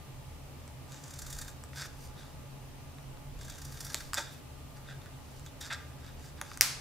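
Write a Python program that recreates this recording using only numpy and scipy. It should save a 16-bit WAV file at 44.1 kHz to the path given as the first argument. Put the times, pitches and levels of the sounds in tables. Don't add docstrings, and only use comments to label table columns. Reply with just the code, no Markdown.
import sys
import numpy as np
from scipy import signal
from scipy.fft import irfft, next_fast_len
from scipy.io import wavfile
from scipy.ndimage import uniform_filter1d

SR = 44100
rng = np.random.default_rng(int(sys.argv[2]) if len(sys.argv) > 2 else 0)


def wrap_up_sound(samples):
    columns = np.atleast_2d(samples).T
    tamed = np.clip(columns, -1, 1)
    steps = np.round(tamed * 32767).astype(np.int16)
    wavfile.write(sys.argv[1], SR, steps)


def voltage_ratio(level):
    return 10 ** (np.asarray(level, float) / 20)


N = 300264

# time in seconds, level in dB.
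CUTS = [
    [(0.86, -80), (0.92, -55), (1.0, -61), (1.06, -57), (1.33, -52), (1.4, -52), (1.46, -58), (1.49, -54),
     (1.54, -72)],
    [(3.34, -82), (3.42, -55), (3.56, -58), (3.78, -54), (3.85, -51), (3.95, -53), (4.01, -53),
     (4.064, -63), (4.13, -66)],
]
CONTACT_HZ = 5200
ROOM_DB = -8.5


def evened(x):
    return x / np.sqrt(np.mean(x ** 2) + 1e-20)


def peaked(x, db):
    return voltage_ratio(db) * x / abs(x).max()


def read(points, hz):
    f, value = np.transpose(points)
    return np.interp(np.log(hz + 1), np.log(f + 1), value)


def add(mix, s, sound):
    part = mix[..., max(round(s * SR), 0):][..., :sound.shape[-1]]
    part += sound[..., :part.shape[-1]]


def no_bass(x, size):
    return x - uniform_filter1d(x, size=size, axis=-1)


def ring(modes):
    t = np.arange(600) / SR
    h = np.zeros(600)
    for k, (hz, width, db) in enumerate(modes):
        decay = np.exp(-np.pi * width * t)
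        h += (-1) ** k * voltage_ratio(db) * width * decay * np.sin(2 * np.pi * hz * t)
    return h / np.linalg.norm(h)


def stereo_spectrum(a, b, c, d, same):
    same = np.clip(same, -1, 1)
    left, other = a + 1j * b, c + 1j * d
    return np.array([left, same * left + np.sqrt(1 - same ** 2) * other])


def floor():
    # frequency in Hz, density in dB per Hz.
    colour = [(88, -41), (150, -5.5), (172, -17.5), (240, -13), (271, -19.5), (349, -18.5), (594, -19.5),
              (1230, -24.5), (1530, -29), (2870, -28.5), (3420, -31.5), (15000, -37), (16500, -52)]
    # frequency in Hz, left-right likeness from -1 to 1.
    likeness = [(60, 0.68), (130, 0.74), (290, 0.23), (640, 0.4), (1410, 0.28), (3100, 0.2), (6820, -0.15),
                (15000, -0.2)]
    frames, hz = N // 256 + 5, np.fft.rfftfreq(1024, 1 / SR)
    a, b, c, d, patches = rng.standard_normal((frames, 513, 5)).T
    patches = uniform_filter1d(patches, size=10, axis=0)
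    patches = evened(uniform_filter1d(patches, size=12, axis=1))
    z = stereo_spectrum(a, b, c, d, read(likeness, hz)[:, None])
    z *= voltage_ratio(read(colour, hz)[:, None] + 0.54 * patches)
    hiss = signal.istft(z, nperseg=1024, noverlap=768)[1][:, :N]
    return voltage_ratio(-53.5) * evened(hiss)


def narrow(hz, width, same):
    size = next_fast_len(N)
    f = np.fft.rfftfreq(size, 1 / SR)
    pair = stereo_spectrum(*rng.standard_normal((4, len(f))), same)
    resonance = 1 / (1 + (2 * (f - hz) / (1.38 * width)) ** 2)
    return evened(irfft(pair * resonance, size)[:, :N])


def hum():
    # frequency in Hz, width in Hz, rms in dB, left-right likeness.
    modes = [(37.7, 8.7, -61, .7), (75.6, 11.7, -53.5, 0.76), (104.7, 25, -59.5, 0.86),
             (135.2, 15, -52, 0.88), (268.6, 35.6, -62.5, 0.45), (591, 22, -71.5, 0.66),
             (849, 27, -67.5, 0.65), (1199, 3, -70, 0.73)]
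    # peak in seconds, level in dB, half length in seconds.
    passes = [(0.2, -58, .3), (1.36, -46, .13), (2.05, -51, .15), (2.6, -57, .4), (3.13, -46, .08),
              (3.37, -44, .09), (3.7, -56, .25), (4.08, -50, .06), (4.8, -59, .3), (5.42, -55, .1),
              (6.2, -55, .15), (6.7, -54, .12)]
    t = np.arange(N) / SR
    traffic = voltage_ratio(-66) + sum(voltage_ratio(db) * np.exp(-((t - s) / half) ** 2) for s, db, half in passes)
    rumble = voltage_ratio(-2) * traffic * narrow(35, 18, .6)
    return rumble + sum(voltage_ratio(db) * narrow(hz, width, same) for hz, width, db, same in modes)


def room(x, echoing):
    # frequency in Hz, t60 in seconds.
    decay = [(400, 0.52), (1200, .55), (2500, .6), (5000, .55), (9000, .42), (15000, .27)]
    # delay in ms, level in dB.
    bounces = [(3.2, -21), (5.6, -22.5), (8.8, -14), (14.3, -27.5), (17.6, -24.5), (23, -30)]
    taps = np.zeros((2, 30000))
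    at = np.arange(100, 29000, 20) + rng.integers(0, 20, (2, 1445))
    np.put_along_axis(taps, at, rng.choice([-1., 1.], at.shape), 1)
    hz, t, z = signal.stft(taps, SR, nperseg=128)
    t60 = np.maximum(read(decay, hz), .05)[:, None]
    tail = signal.istft(z * voltage_ratio(-60 * t / t60), SR, nperseg=128)[1]
    tail = voltage_ratio(ROOM_DB) * (tail + .25 * tail[::-1]) / np.linalg.norm(tail[0])
    echoes = np.zeros((1, 2048))
    for ms, db in bounces:
        echoes[0, round(ms * SR / 1000)] = voltage_ratio(db)
    late = signal.fftconvolve(x[None], tail, axes=1)[:, :N]
    return late + signal.oaconvolve(echoing, echoes, axes=1)[:, :N]


def burst(ms, rise_ms):
    t = np.arange(1800) / SR * 1000 - 6
    envelope = np.exp(np.where(t < 0, t / max(rise_ms, .03), -t / max(ms, .05)))
    return envelope * rng.standard_normal((4, len(t)))


def blow(ms, rise_ms, scatter):
    chatter = scatter * burst(ms, rise_ms)
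    return chatter + (np.arange(chatter.shape[1]) == round(.006 * SR))


def strike(force, parts, db, *rel_db):
    rung = signal.fftconvolve(force[:len(parts)], parts, axes=1)
    rung /= np.linalg.norm(rung, axis=1)[:, None]
    return peaked(voltage_ratio(rel_db) @ rung, db)


def thuds():
    # frequency in Hz, width in Hz, level in dB.
    loops = [(380, 150, -6), (570, 90, 0), (930, 130, 1)]
    # start in seconds, peak in dB, length in ms.
    knocks = [
        (4.172, -33, 32),
        (6.4136, -36, 5),
        (3.9445, -38, 3),
    ]
    out = np.zeros(N)
    for s, db, ms in knocks:
        add(out, s - .004, peaked(signal.fftconvolve(burst(ms, 1.5)[0], ring(loops)), db))
    return out


def ticks():
    # start in seconds, peak in dB, handle level in dB, centre in Hz.
    hits = [(0.6777, -38.5, -15, 8050), (0.921, -36, -24, 4410), (0.944, -37, -20, 4910),
            (0.9794, -47, -18, 6930), (1.065, -43, -21, 7330), (1.08, -38, -25, 6800),
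            (1.6377, -33.5, -17, 8200), (1.7327, -36.5, -3, 3700), (2.9842, -41, -9, 3710),
            (3.1724, -41.5, -12, 3660), (3.8057, -31, -24, 6800), (3.9205, -38, -22, 6500),
            (3.9445, -13.5, -22, 4600), (4.133, -17.5, -14, 4900), (4.1425, -17, -24, 4830),
            (4.1474, -21, -20, 4880), (4.7711, -42, -10, 3660), (4.8877, -43, -6, 3630),
            (5.0174, -48, -12, 3620), (5.0594, -40, -8, 3710), (5.3956, -40, -23, 5020),
            (5.4625, -33.5, -19, 3840), (5.729, -27, -23, 3450), (6.1963, -43, -11, 5930),
            (6.4136, -21.5, -14, 4400), (6.5156, -32, -4, 4610), (6.5738, -24, -18, 6000)]
    out = np.zeros(N)
    handle = ring([(1150, 500, -3), (1750, 650, 0)])
    edge = ring([(10500, 2500, 0), (13500, 2500, -2)])
    for s, db, handle_db, hz in hits:
        blade = ring([(hz, 1000, 2), (5500, 1600, -1.5), (7500, 2000, -3)])
        edge_db = -13 + 3 * np.log2(hz / 5000)
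        force = blow(.65, .15, .45)
        add(out, s - .0055, strike(force, [handle, blade, edge], db, handle_db + 14, 0, edge_db))
    return no_bass(out, 60)


def snap():
    # start in seconds, peak in dB, length in ms, level sent to the walls in dB.
    s, db, ms, around_db = (6.6101, 2.5, .5, -7)
    # frequency in Hz, width in Hz, level in dB.
    modes = [(1500, 500, -9), (2000, 700, 0), (4800, 700, 1), (5750, 700, 2.5), (7200, 700, -1),
             (9200, 1200, -3), (13400, 1300, -1), (15300, 2400, -11)]
    # frequency in Hz, level in dB.
    to_walls = [(300, -22), (600, -10), (1200, -4), (2200, -2), (3200, -6), (5000, 0), (9000, -5),
                (13000, -8), (16000, -15)]
    force, near, around = blow(ms, .22, .12), np.zeros((2, N)), np.zeros(N)
    apart = no_bass(force[1] - force[2], 5)
    pair = force[0] + .4 * np.outer([1, -1], apart)
    sound = no_bass(signal.fftconvolve(pair, [ring(modes)], axes=1), 50)
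    add(near, s - .006, peaked(sound, db))
    click = np.fft.fftshift(irfft(voltage_ratio(read(to_walls, np.fft.rfftfreq(256, 1 / SR)))))
    click *= np.linalg.norm(near[0]) / np.linalg.norm(click)
    add(around, s - .001, voltage_ratio(around_db - ROOM_DB) * click)
    return near, around


def shares(weight_db):
    return voltage_ratio([[weight_db], [-5.5 + .5 * weight_db], [0], [-10.5 - .5 * weight_db]])


def swell(db, rise_ms, fall_ms):
    t = np.arange(-SR // 4, SR // 4) / SR * 1000
    roundness = 1.4
    return voltage_ratio(db) * np.exp(-abs(t / np.where(t < 0, rise_ms, fall_ms)) ** roundness)


def rubbing():
    cut_weight_db = [-6, -5]
    # peak in seconds, level in dB, rise and fall in ms, weight in dB.
    slides = [(1.775, -49, 22, 30, -4), (1.815, -47, 30, 35, 0), (1.862, -51, 20, 8, -5),
              (2.046, -57, 60, 35, -14), (2.19, -61, 30, 90, 0), (4.152, -48, 10, 20, -3),
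              (4.187, -35.5, 12, 28, -1), (4.26, -60, 30, 50, 2), (4.34, -64, 35, 40, -22),
              (4.772, -63, 15, 25, 3), (4.9, -62, 35, 45, 9), (5.06, -69, 30, 30, 8),
              (5.33, -65, 60, 120, -7), (5.46, -61, 10, 20, -6), (5.614, -46, 4, 22, -6),
              (5.668, -51, 35, 18, 1), (5.712, -50, 7, 26, 14), (5.74, -49, 18, 8, 2),
              (5.8, -69, 30, 50, 11), (6.06, -63, 60, 50, 3), (6.26, -58, 60, 40, -5),
              (6.385, -63, 15, 15, 8), (6.46, -58, 20, 50, -2), (6.54, -58, 30, 30, -3)]
    # peak in seconds, level in dB, rise in ms, fall in ms.
    chatter = [(2.19, -62, 25, 90), (3.42, -59, 25, 40), (3.5, -57, 20, 40), (3.955, -51, 6, 35),
               (4.174, -43, 3, 10), (4.3, -65, 60, 70), (4.9, -62, 30, 45), (5.02, -63, 8, 10),
               (5.14, -63, 8, 10), (5.466, -58, 4, 20), (5.613, -46, 4, 25), (5.72, -47, 15, 25),
               (6.08, -68, 40, 30)]
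    rub = np.zeros((4, N))
    for rows, weight_db in zip(CUTS, cut_weight_db):
        s, db = np.transpose(rows)
        t = np.arange(s[0], s[-1], 1 / SR)
        effort = voltage_ratio(np.interp(t, s, db)) * signal.windows.tukey(len(t), .08)
        add(rub, s[0], shares(weight_db) * effort)
    for s, db, rise_ms, fall_ms, weight_db in slides:
        add(rub, s - 1 / 4, shares(weight_db) * swell(db, rise_ms, fall_ms))
    for s, *shape in chatter:
        add(rub[1], s - 1 / 4, swell(*shape))
    return rub


def grit(count, per_s, spread_db):
    size = voltage_ratio(spread_db * np.minimum(rng.exponential(1, count), 4))
    slips = size * (rng.random(count) < per_s / SR)
    own, steady = rng.standard_normal((4, count)), rng.standard_normal((4, count))
    return evened(slips * own + 0.21 * steady)


def along_cuts():
    # Hz at the start of a cut, Hz at its end.
    sing_hz = [(6300, 6900), (6600, 5000)]
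    # dB at the root, dB at the tip.
    root_to_tip_db = [(-4, 4), (0, 6)]
    tip_db, lift_hz = np.zeros(N), np.zeros(N)
    for rows, hz, ends_db in zip(CUTS, sing_hz, root_to_tip_db):
        count = round((rows[-1][0] - rows[0][0]) * SR)
        add(tip_db, rows[0][0], np.linspace(*ends_db, count))
        add(lift_hz, rows[0][0], np.linspace(*hz, count) - CONTACT_HZ)
    return voltage_ratio(tip_db), lift_hz


def resonate(x, hz, width):
    turn = np.exp(2j * np.pi * np.cumsum(hz) / SR)
    r = np.exp(-np.pi * width / SR)
    return 2 * (turn * signal.lfilter([1 - r], [1, -r], x / turn)).real


def cutting():
    # start in seconds, peak in dB,
    # weight in dB.
    fibre_tears = [(1.037, -37.5, -8), (1.1069, -37, -9), (1.1368, -37, -10), (1.1892, -31, -10),
                   (1.2186, -32, -9), (1.2461, -44, -3), (1.2645, -33, -8), (1.3024, -32, -11),
                   (1.3269, -31.5, -10), (1.3474, -40, -10), (1.3862, -30.5, -7), (1.4137, -31, -7),
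                   (1.421, -36, -4), (1.48, -35.5, -4), (1.4994, -44, -5),
                   (3.3892, -47, -1), (3.4106, -40, -4), (3.4491, -40, -9), (3.481, -41, -2),
                   (3.4979, -34, -6), (3.5204, -41.5, -2), (3.5823, -39, -5), (3.6167, -36.5, -9),
                   (3.6496, -35.5, -11), (3.693, -48, -3), (3.7214, -39, -7), (3.7723, -40, -1),
                   (3.8057, -30, -8), (3.8477, -33, -13), (3.8654, -35, -6), (3.8995, -34, -1),
                   (4.0043, -35, 1), (4.2094, -40, -7), (5.6092, -32, -6)]
    # start in seconds, peak in dB, weight in dB, length in ms.
    jerks = [
        (4.1714, -28, 3, 14),
        (5.704, -41, 14, 14),
    ]
    # frequency in Hz, width in Hz, level in dB.
    handle_modes = [(596, 114, -14), (977, 170, -9), (1300, 220, -2), (1620, 250, 2), (1960, 300, -3),
                    (2500, 600, -10)]
    pivot_modes = [(3322, 330, -4.5), (3700, 250, 2.5)]
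    blade_modes = [(4350, 430, -1), (4880, 300, 3), (5650, 420, 0.5), (6300, 430, 0.5), (6940, 400, 1.5),
                   (7460, 260, 2.5), (7990, 310, -0.5), (8550, 400, -3.5)]
    edge_modes = [(8940, 400, 3), (10260, 600, -0.5), (11700, 600, -1), (12650, 700, -2), (13800, 500, -3),
                  (15200, 1200, -10)]

    rub, tear, dip = rubbing(), np.zeros((4, N)), np.zeros(N)
    tip, lift_hz = along_cuts()
    weight_db = 20 * np.log10((rub[0] + 1e-7) / (rub[2] + 1e-7))
    contact_hz = CONTACT_HZ + lift_hz - 40 * weight_db * (lift_hz == 0)
    tears = fibre_tears
    for s, db, weight, ms in [(*row, 6) for row in tears] + jerks:
        add(tear, s - .0045, voltage_ratio(db - 10) * shares(weight) * burst(ms, 3))
    for s, *_ in tears:
        add(dip, s - .03, signal.windows.hann(M=2600))
    force = rub * grit(N, 3500, 3.6) * voltage_ratio(-5.5 * np.minimum(dip, 1)) + tear
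    parts = [ring(modes) for modes in (handle_modes, pivot_modes, blade_modes, edge_modes)]
    handle, pivot, blade, edge = signal.oaconvolve(force, parts, axes=1)[:, :N]
    return handle + .9 * pivot + .55 * blade + .7 * resonate(blade, contact_hz, 1800) + tip * edge


def scene():
    background = floor() + hum()
    near, around = snap()
    steel = cutting() + ticks() + thuds()
    direct = steel * voltage_ratio([[-.22], [.22]]) + near
    return direct + room(voltage_ratio(-3) * steel + around, direct) + background


def low_pass(x):
    return signal.sosfilt(signal.butter(12, 16730, fs=SR, output="sos"), x)


def record(dry):
    x = np.clip(dry, -1, 1)
    lowpass = signal.firwin(255, 15750, window=("kaiser", 8), fs=SR)
    low = signal.oaconvolve(x, lowpass[None], "same")
    top = x - low
    power = (top ** 2).mean(0)
    quick, slow = uniform_filter1d(power, size=100), uniform_filter1d(power, size=1500)
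    keep = uniform_filter1d(1. * (quick > 3 * slow + 1e-6), size=200)
    return low_pass(low + keep * top)


dry = scene()
out = record(dry)
wrap_up_sound(out)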